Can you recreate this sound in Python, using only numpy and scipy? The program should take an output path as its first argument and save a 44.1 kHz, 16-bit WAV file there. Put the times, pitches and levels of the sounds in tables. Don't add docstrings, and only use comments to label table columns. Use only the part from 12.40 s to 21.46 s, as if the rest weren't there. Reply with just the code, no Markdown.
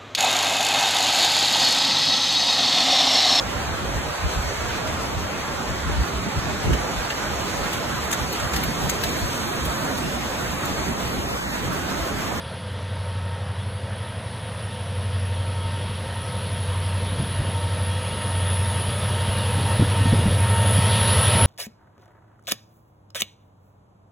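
import sys
import numpy as np
from scipy import signal
from scipy.fft import rfft, irfft, next_fast_len
from scipy.io import wavfile
from scipy.ndimage import uniform_filter1d, map_coordinates

SR = 44100
rng = np.random.default_rng(int(sys.argv[2]) if len(sys.argv) > 2 else 0)


def rack_gain(trim_db):
    fader = np.asarray(trim_db, float)
    return 10 ** (fader / 20)


def to_wav(sig):
    pcm = np.clip(np.atleast_2d(sig), -1, 1) * 32767
    pcm = np.round(pcm).astype(np.int16)
    wavfile.write(sys.argv[1], SR, pcm.T)


N = 399546
T = np.arange(N) / SR

# (time [s], lead speed [turns/s], rear speed [turns/s])
CRANK_SPEEDS = [(0.0, 11.692, 11.577), (1.13, 11.669, 11.621), (2.26, 11.652, 11.595),
                (3.4, 11.658, 11.585), (4.53, 11.661, 11.547), (5.66, 11.667, 11.508), (6.8, 11.668, 11.51),
                (7.93, 11.644, 11.575), (9.06, 11.666, 11.66)]
# (time [s], lead 7th [dB], lead 8th [dB], lead 9th [dB], lead 10th order [dB], rear 8th order [dB])
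EXHAUST_ORDERS = [(0.0, -50.7, -37.5, -50.0, -46.9, -38.5), (0.7, -54.0, -47.2, -39.0, -42.0, -30.4),
                  (1.39, -55.7, -48.3, -35.6, -39.5, -30.7), (2.09, -55.6, -41.8, -37.7, -40.2, -37.8),
                  (2.79, -51.9, -32.4, -36.6, -39.2, -29.2), (3.48, -47.2, -31.2, -38.4, -41.6, -35.8),
                  (4.18, -46.2, -28.9, -38.9, -39.6, -41.3), (4.88, -43.6, -27.0, -39.3, -40.7, -38.7),
                  (5.58, -47.0, -28.6, -30.7, -42.5, -32.4), (6.27, -42.8, -25.1, -34.2, -34.1, -37.0),
                  (6.97, -37.7, -27.0, -33.3, -34.2, -41.4), (7.67, -36.0, -21.8, -23.4, -29.8, -27.3),
                  (8.36, -35.6, -31.3, -22.4, -31.2, -29.6), (9.06, -33.4, -43.4, -26.9, -30.9, -25.5)]
# (order [per turn], phase lead [turns], time an echo outgrows the direct sound [s],
# echo lag [turns])
EXHAUST_PIPE = [(7, .46, 0, 0), (8, .13, 0, 0), (9, -.03, 5.9, .44), (10, -.03, 5, .37)]
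# (order [per turn], level against the roar noise [dB])
WEAK_ORDERS = [(5, -28), (6, -23), (11, -12), (12, -29), (13, -13.5), (14, -16), (15, -16), (16, -18.5),
               (17, -13.5), (18, -26), (19, -18), (21, -40), (24, -28), (26, -31), (41, -24.5), (43, -26),
               (57, -25.5), (64, -27.5)]
# (teeth [per turn], relative level [dB])
GEAR_MESHES = [(79, 1), (113, -7), (158, -6.5)]
# (time [s], level [dB])
MESH_LEVEL = [(0.0, -49), (0.22, -57), (0.96, -46.5), (1.19, -54), (2.98, -50), (3.33, -45.5), (3.56, -52),
              (3.73, -42.5), (4.0, -48.5), (5.04, -48.5), (5.2, -42), (5.6, -45), (6.31, -40.5),
              (6.58, -49.5), (6.81, -38), (6.97, -46), (7.32, -37), (7.47, -50), (7.6, -36.5), (7.9, -44),
              (8.07, -36), (8.65, -37), (9.06, -31)]

# (frequency [Hz], relative density [dB per Hz])
ROAR_COLOUR = [(20, -28), (40, -11.5), (90, 6), (200, -5), (330, -13.5), (500, -1.5), (700, -5.5),
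               (800, -11), (914, -3.5), (1150, -9.5), (1900, -10), (2300, -17.5), (3200, -22), (5000, -78)]
WHEEL_COLOUR = [(1500, -24), (2250, -6.5), (2500, -3), (2750, -2.5), (3050, -0.5), (3400, 0), (3700, -2.5),
                (4500, -7), (5600, -12.5), (6200, -20.5), (7200, -24), (9000, -19)]
AIR_COLOUR = [(5500, -20), (6500, 5), (8000, 7.5), (9000, -3.5), (10500, 2.5), (11500, 6), (13500, 6),
              (14500, 0), (15700, 0)]
HISS_COLOUR = [(8000, -55), (9000, -17.5), (9900, -11), (10150, 1), (10270, 2.5), (10450, -6.5),
               (10800, -19), (11500, -26), (13500, -32), (15700, -50)]
HISS_EDGE_COLOUR = [(7300, -60), (8200, -21), (9000, -14), (9550, -13), (9720, -5), (9900, -2),
                    (10400, -31)]
WIND_COLOUR = [(20, -30), (50, 1), (110, 5), (200, -1), (350, -9.5), (600, -18.5), (800, -30), (1100, -60)]

# (frequency [Hz], wander rate [Hz], relative level [dB])
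GROWL_TONES = [(498.3, 10, -5.5), (507, 10, -6), (546, 12, -7), (645.4, 10, -10.5)]
FAN_TONES = [(388, 8, -12), (600, 10, -2.5), (710, 8, -20), (802, 8, -8), (997, 6, -19), (1082, 12, -15)]
BLOWER_TONES = [(3307, 18, 13), (6607, 20, -1.5)]
PUMP_TONES = [(214, 1.5, -18), (1285.5, 5, -17.5), (1530, 25, -25), (1590, 15, -26), (1990, 30, -27),
              (2205, 40, -27)]
SQUEAL_TONES = [(2844, 11, 0)]

# (time [s], roar level [dB], wheel rush level [dB])
APPROACH_LEVELS = [(0.0, -38, -44.5), (1.4, -37.5, -46), (2.9, -37, -42.5), (4.5, -34.5, -40),
                   (5.7, -33.5, -39), (6.5, -31.5, -37), (7.8, -29.5, -34.5), (8.1, -28, -36),
                   (8.6, -26.5, -28.5), (9.06, -23, -28.5)]
# (time [s], hiss core [dB], its lower edge [dB], air above it [dB])
TREBLE_LEVELS = [(0.0, -52, -53, -70), (0.35, -55, -59, -71), (1.6, -52.5, -53.5, -70),
                 (2.1, -51, -49.5, -68), (2.85, -49.5, -52.5, -67), (4.14, -43, -50, -63),
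                 (5.57, -42, -47, -61), (5.85, -41, -41.5, -60), (6.45, -35.5, -42, -58),
                 (6.81, -39, -42.5, -54), (7.29, -36, -42.5, -52), (7.5, -40, -41.5, -53),
                 (8.02, -34.5, -39.5, -52), (8.5, -29.5, -38, -49.5), (9.06, -25.5, -35, -45)]
# (time [s], boost [dB], half length [s])
TREBLE_SURGES = [(8.33, 4.5, .05), (8.735, 2, 0.029), (8.834, 4, 0.027)]
# (time [s], blower whistle [dB], thin squeal [dB])
WHISTLE_LEVELS = [(0.0, -69, -66), (0.9, -77, -63), (4.6, -65.5, -58), (5.1, -64.5, -51.5), (7, -59, -47),
                  (7.6, -60.5, -49), (9.06, -58, -41)]

# (time [s], level [dB])
BREEZE_LEVEL = [(0.0, -40), (1.4, -41), (2.4, -37), (3.4, -34.5), (4.3, -33.5), (5.1, -32.5), (6.7, -34),
                (7.7, -25.5), (8.1, -44), (9.06, -29)]
# (time [s], strength [dB], thump pitch [Hz], noise decay by 60 dB [s])
WIND_PUFFS = [(4.621, -24, 143, 0.1), (4.718, -24, 143, 0.15), (4.792, -19.5, 142, 0.17),
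              (4.989, -19, 153, 0.17), (5.068, -26, 143, 0.12), (6.483, -22, 142, 0.09),
              (6.878, -20.5, 203, 0.11), (7.169, -18, 145, 0.087), (7.393, -4.5, 176, 0.09),
              (7.419, -8, 282, 0.081), (7.608, -17, 160, 0.12), (7.654, -11, 228, 0.081),
              (7.724, -4, 142, 0.1), (7.789, -13, 142, 0.14), (7.854, -11.5, 186, 0.2),
              (8.378, -11, 174, 0.085), (8.949, -18.5, 194, 0.11), (9.019, -15, 145, 0.12)]
# (onset [s], peak [dB])
TICK_LEVELS = [(0.3292, -48), (0.5794, -53), (2.3494, -53), (2.7367, -52), (3.6721, -49)]


def unit(x):
    return x / np.sqrt(np.mean(x ** 2))


def curves(rows):
    times, *columns = np.transpose(rows)
    return [np.interp(T, times, column) for column in columns]


def wobble(rate, size=N):
    knots = rng.standard_normal(int(N * rate / SR) + 4)
    coarse = T[::32]
    smooth = map_coordinates(knots, [coarse * rate])
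    return np.interp(np.linspace(0, T[-1], size), coarse, smooth)


def coloured(x, colour):
    size = next_fast_len(N + 8192)
    hz, db = np.transpose(colour)
    log_hz = np.log(np.fft.rfftfreq(size, 1 / SR) + 1)
    gain = rack_gain(np.interp(log_hz, np.log(hz), db, left=-120, right=-120))
    return irfft(rfft(x, size) * gain, size)[:N]


def patchy_noise(colour, patchy_db):
    bins = signal.stft(rng.standard_normal(N), nperseg=512)[2]
    patches = uniform_filter1d(rng.standard_normal(bins.shape), size=5, axis=0)
    patches = uniform_filter1d(patches, size=10, axis=1)
    noise = signal.istft(bins * rack_gain(patchy_db * unit(patches)), nperseg=512)[1][:N]
    return unit(coloured(noise, colour))


def tone(turns):
    return np.sqrt(2) * np.cos(2 * np.pi * turns)


def wandering_tones(lines):
    total = 0
    coarse = T[::32]
    for hz, rate, db in lines:
        drift = wobble(rate, size=len(coarse)) + 1j * wobble(rate, size=len(coarse))
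        drift = np.interp(T, coarse, drift / np.abs(drift) ** .3)
        carrier = np.exp(2j * np.pi * hz * T)
        fading_db = 2.5 * wobble(4)
        total = total + rack_gain(db + fading_db) * unit(np.real(drift * carrier))
    return total


def crank():
    start_turns = [[0], [.206]]
    return np.cumsum(curves(CRANK_SPEEDS), axis=1) / SR + start_turns


def throb():
    swap_s = .4
    *lead_db, rear_db = curves(EXHAUST_ORDERS)
    lead, rear = crank()
    rear_7th = rack_gain(-11.5 - 1.5 * T) * tone(7 * rear)
    total = rack_gain(rear_db) * (tone(8 * rear) + rear_7th)
    for db, (order, ahead, echo_s, lag) in zip(lead_db, EXHAUST_PIPE):
        echo_share = (1 + np.tanh((T - echo_s) / swap_s)) / 2
        direct = tone(order * lead + ahead)
        echo = tone(order * lead + ahead - lag)
        waver_db = 1.1 * wobble(5)
        total = total + rack_gain(db + waver_db) * ((1 - echo_share) * direct + echo_share * echo)
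    return total


def engine(turns):
    turns = turns[::8]
    total = 0
    for order, db in WEAK_ORDERS:
        fading_db = 1.38 * wobble(1.43, size=len(turns))
        total = total + rack_gain(db + fading_db) * tone(order * turns + rng.random())
    return signal.resample_poly(total, 8, 1)[:N]


def roar(roar_db):
    lead, rear = crank()
    engines = engine(lead) + rack_gain(-5.5) * engine(rear)
    body = patchy_noise(ROAR_COLOUR, patchy_db=1.1)
    return rack_gain(roar_db) * (body + engines + wandering_tones(PUMP_TONES))


def gears(turns):
    total = 0
    for teeth, db in GEAR_MESHES:
        swell_db = 1.5 * wobble(7.5) + 1.2 * tone(turns)
        total = total + rack_gain(db + swell_db) * tone(teeth * turns + 0.11 * wobble(7.4))
    return total


def machinery(nearer_db):
    lead, rear = crank()
    whistle_db, squeal_db = curves(WHISTLE_LEVELS)
    meshes = rack_gain(curves(MESH_LEVEL)[0]) * (gears(lead) + rack_gain(-5) * gears(rear))
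    growl = rack_gain(-46.5 + 0.45 * nearer_db) * wandering_tones(GROWL_TONES)
    fans = rack_gain(-55 + 1.55 * nearer_db) * wandering_tones(FAN_TONES)
    blower = rack_gain(whistle_db) * wandering_tones(BLOWER_TONES)
    squeal = rack_gain(squeal_db) * wandering_tones(SQUEAL_TONES)
    return meshes + growl + fans + blower + squeal


def wheels(rush_db):
    return rack_gain(rush_db) * patchy_noise(WHEEL_COLOUR, patchy_db=1.54)


def hiss():
    surge_db = sum(db * np.exp(-((T - s) / half) ** 2) for s, db, half in TREBLE_SURGES)
    core_db, edge_db, air_db = curves(TREBLE_LEVELS) + surge_db
    flutter_db = 1.2 * wobble(9) + 0.5 * wobble(70)
    core = rack_gain(core_db + flutter_db) * patchy_noise(HISS_COLOUR, patchy_db=0.5)
    edge = rack_gain(edge_db) * patchy_noise(HISS_EDGE_COLOUR, patchy_db=1.5)
    air = rack_gain(air_db) * patchy_noise(AIR_COLOUR, patchy_db=1.0)
    return core + edge + air


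def train():
    roar_db, rush_db = curves(APPROACH_LEVELS)
    nearer_db = roar_db - roar_db[0]
    return throb() + roar(roar_db) + machinery(nearer_db) + wheels(rush_db) + hiss()


def wind():
    lumps_db = 2.8 * wobble(12)
    envelope = rack_gain(curves(BREEZE_LEVEL)[0] - 8.0 + lumps_db)
    thumps = np.zeros(N)
    for s, db, hz, t60 in WIND_PUFFS:
        start = round(s * SR)
        age = T[:N - start][:SR // 2]
        span = slice(start, start + len(age))
        rise = 1 - np.exp(-age / 0.0032)
        envelope[span] += rack_gain(db - 4.0 - 60 * age / t60) * rise
        swing = np.sin(2 * np.pi * hz * age)
        thumps[span] += rack_gain(db + 0.5 - 60 * age / (0.54 * t60)) * rise * swing
    turbulence = envelope * patchy_noise(WIND_COLOUR, patchy_db=1.5)
    vent = signal.butter(2, 80, "highpass", fs=SR, output="sos")
    return turbulence + signal.sosfilt(vent, thumps)


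def ticks():
    envelope = sum(rack_gain(db - 60 * np.abs(T - s - .002) / .008) for s, db in TICK_LEVELS)
    return rack_gain(-2) * envelope * patchy_noise([(5000, -20), (11000, 0), (15700, -3)], patchy_db=0)


def scene():
    return np.tile(train() + wind() + ticks(), (2, 1))


def low_pass(x):
    return signal.sosfilt(signal.butter(12, 15480, fs=SR, output="sos"), x)


def record(dry):
    return low_pass(dry)


dry = scene()
out = record(dry)
to_wav(out)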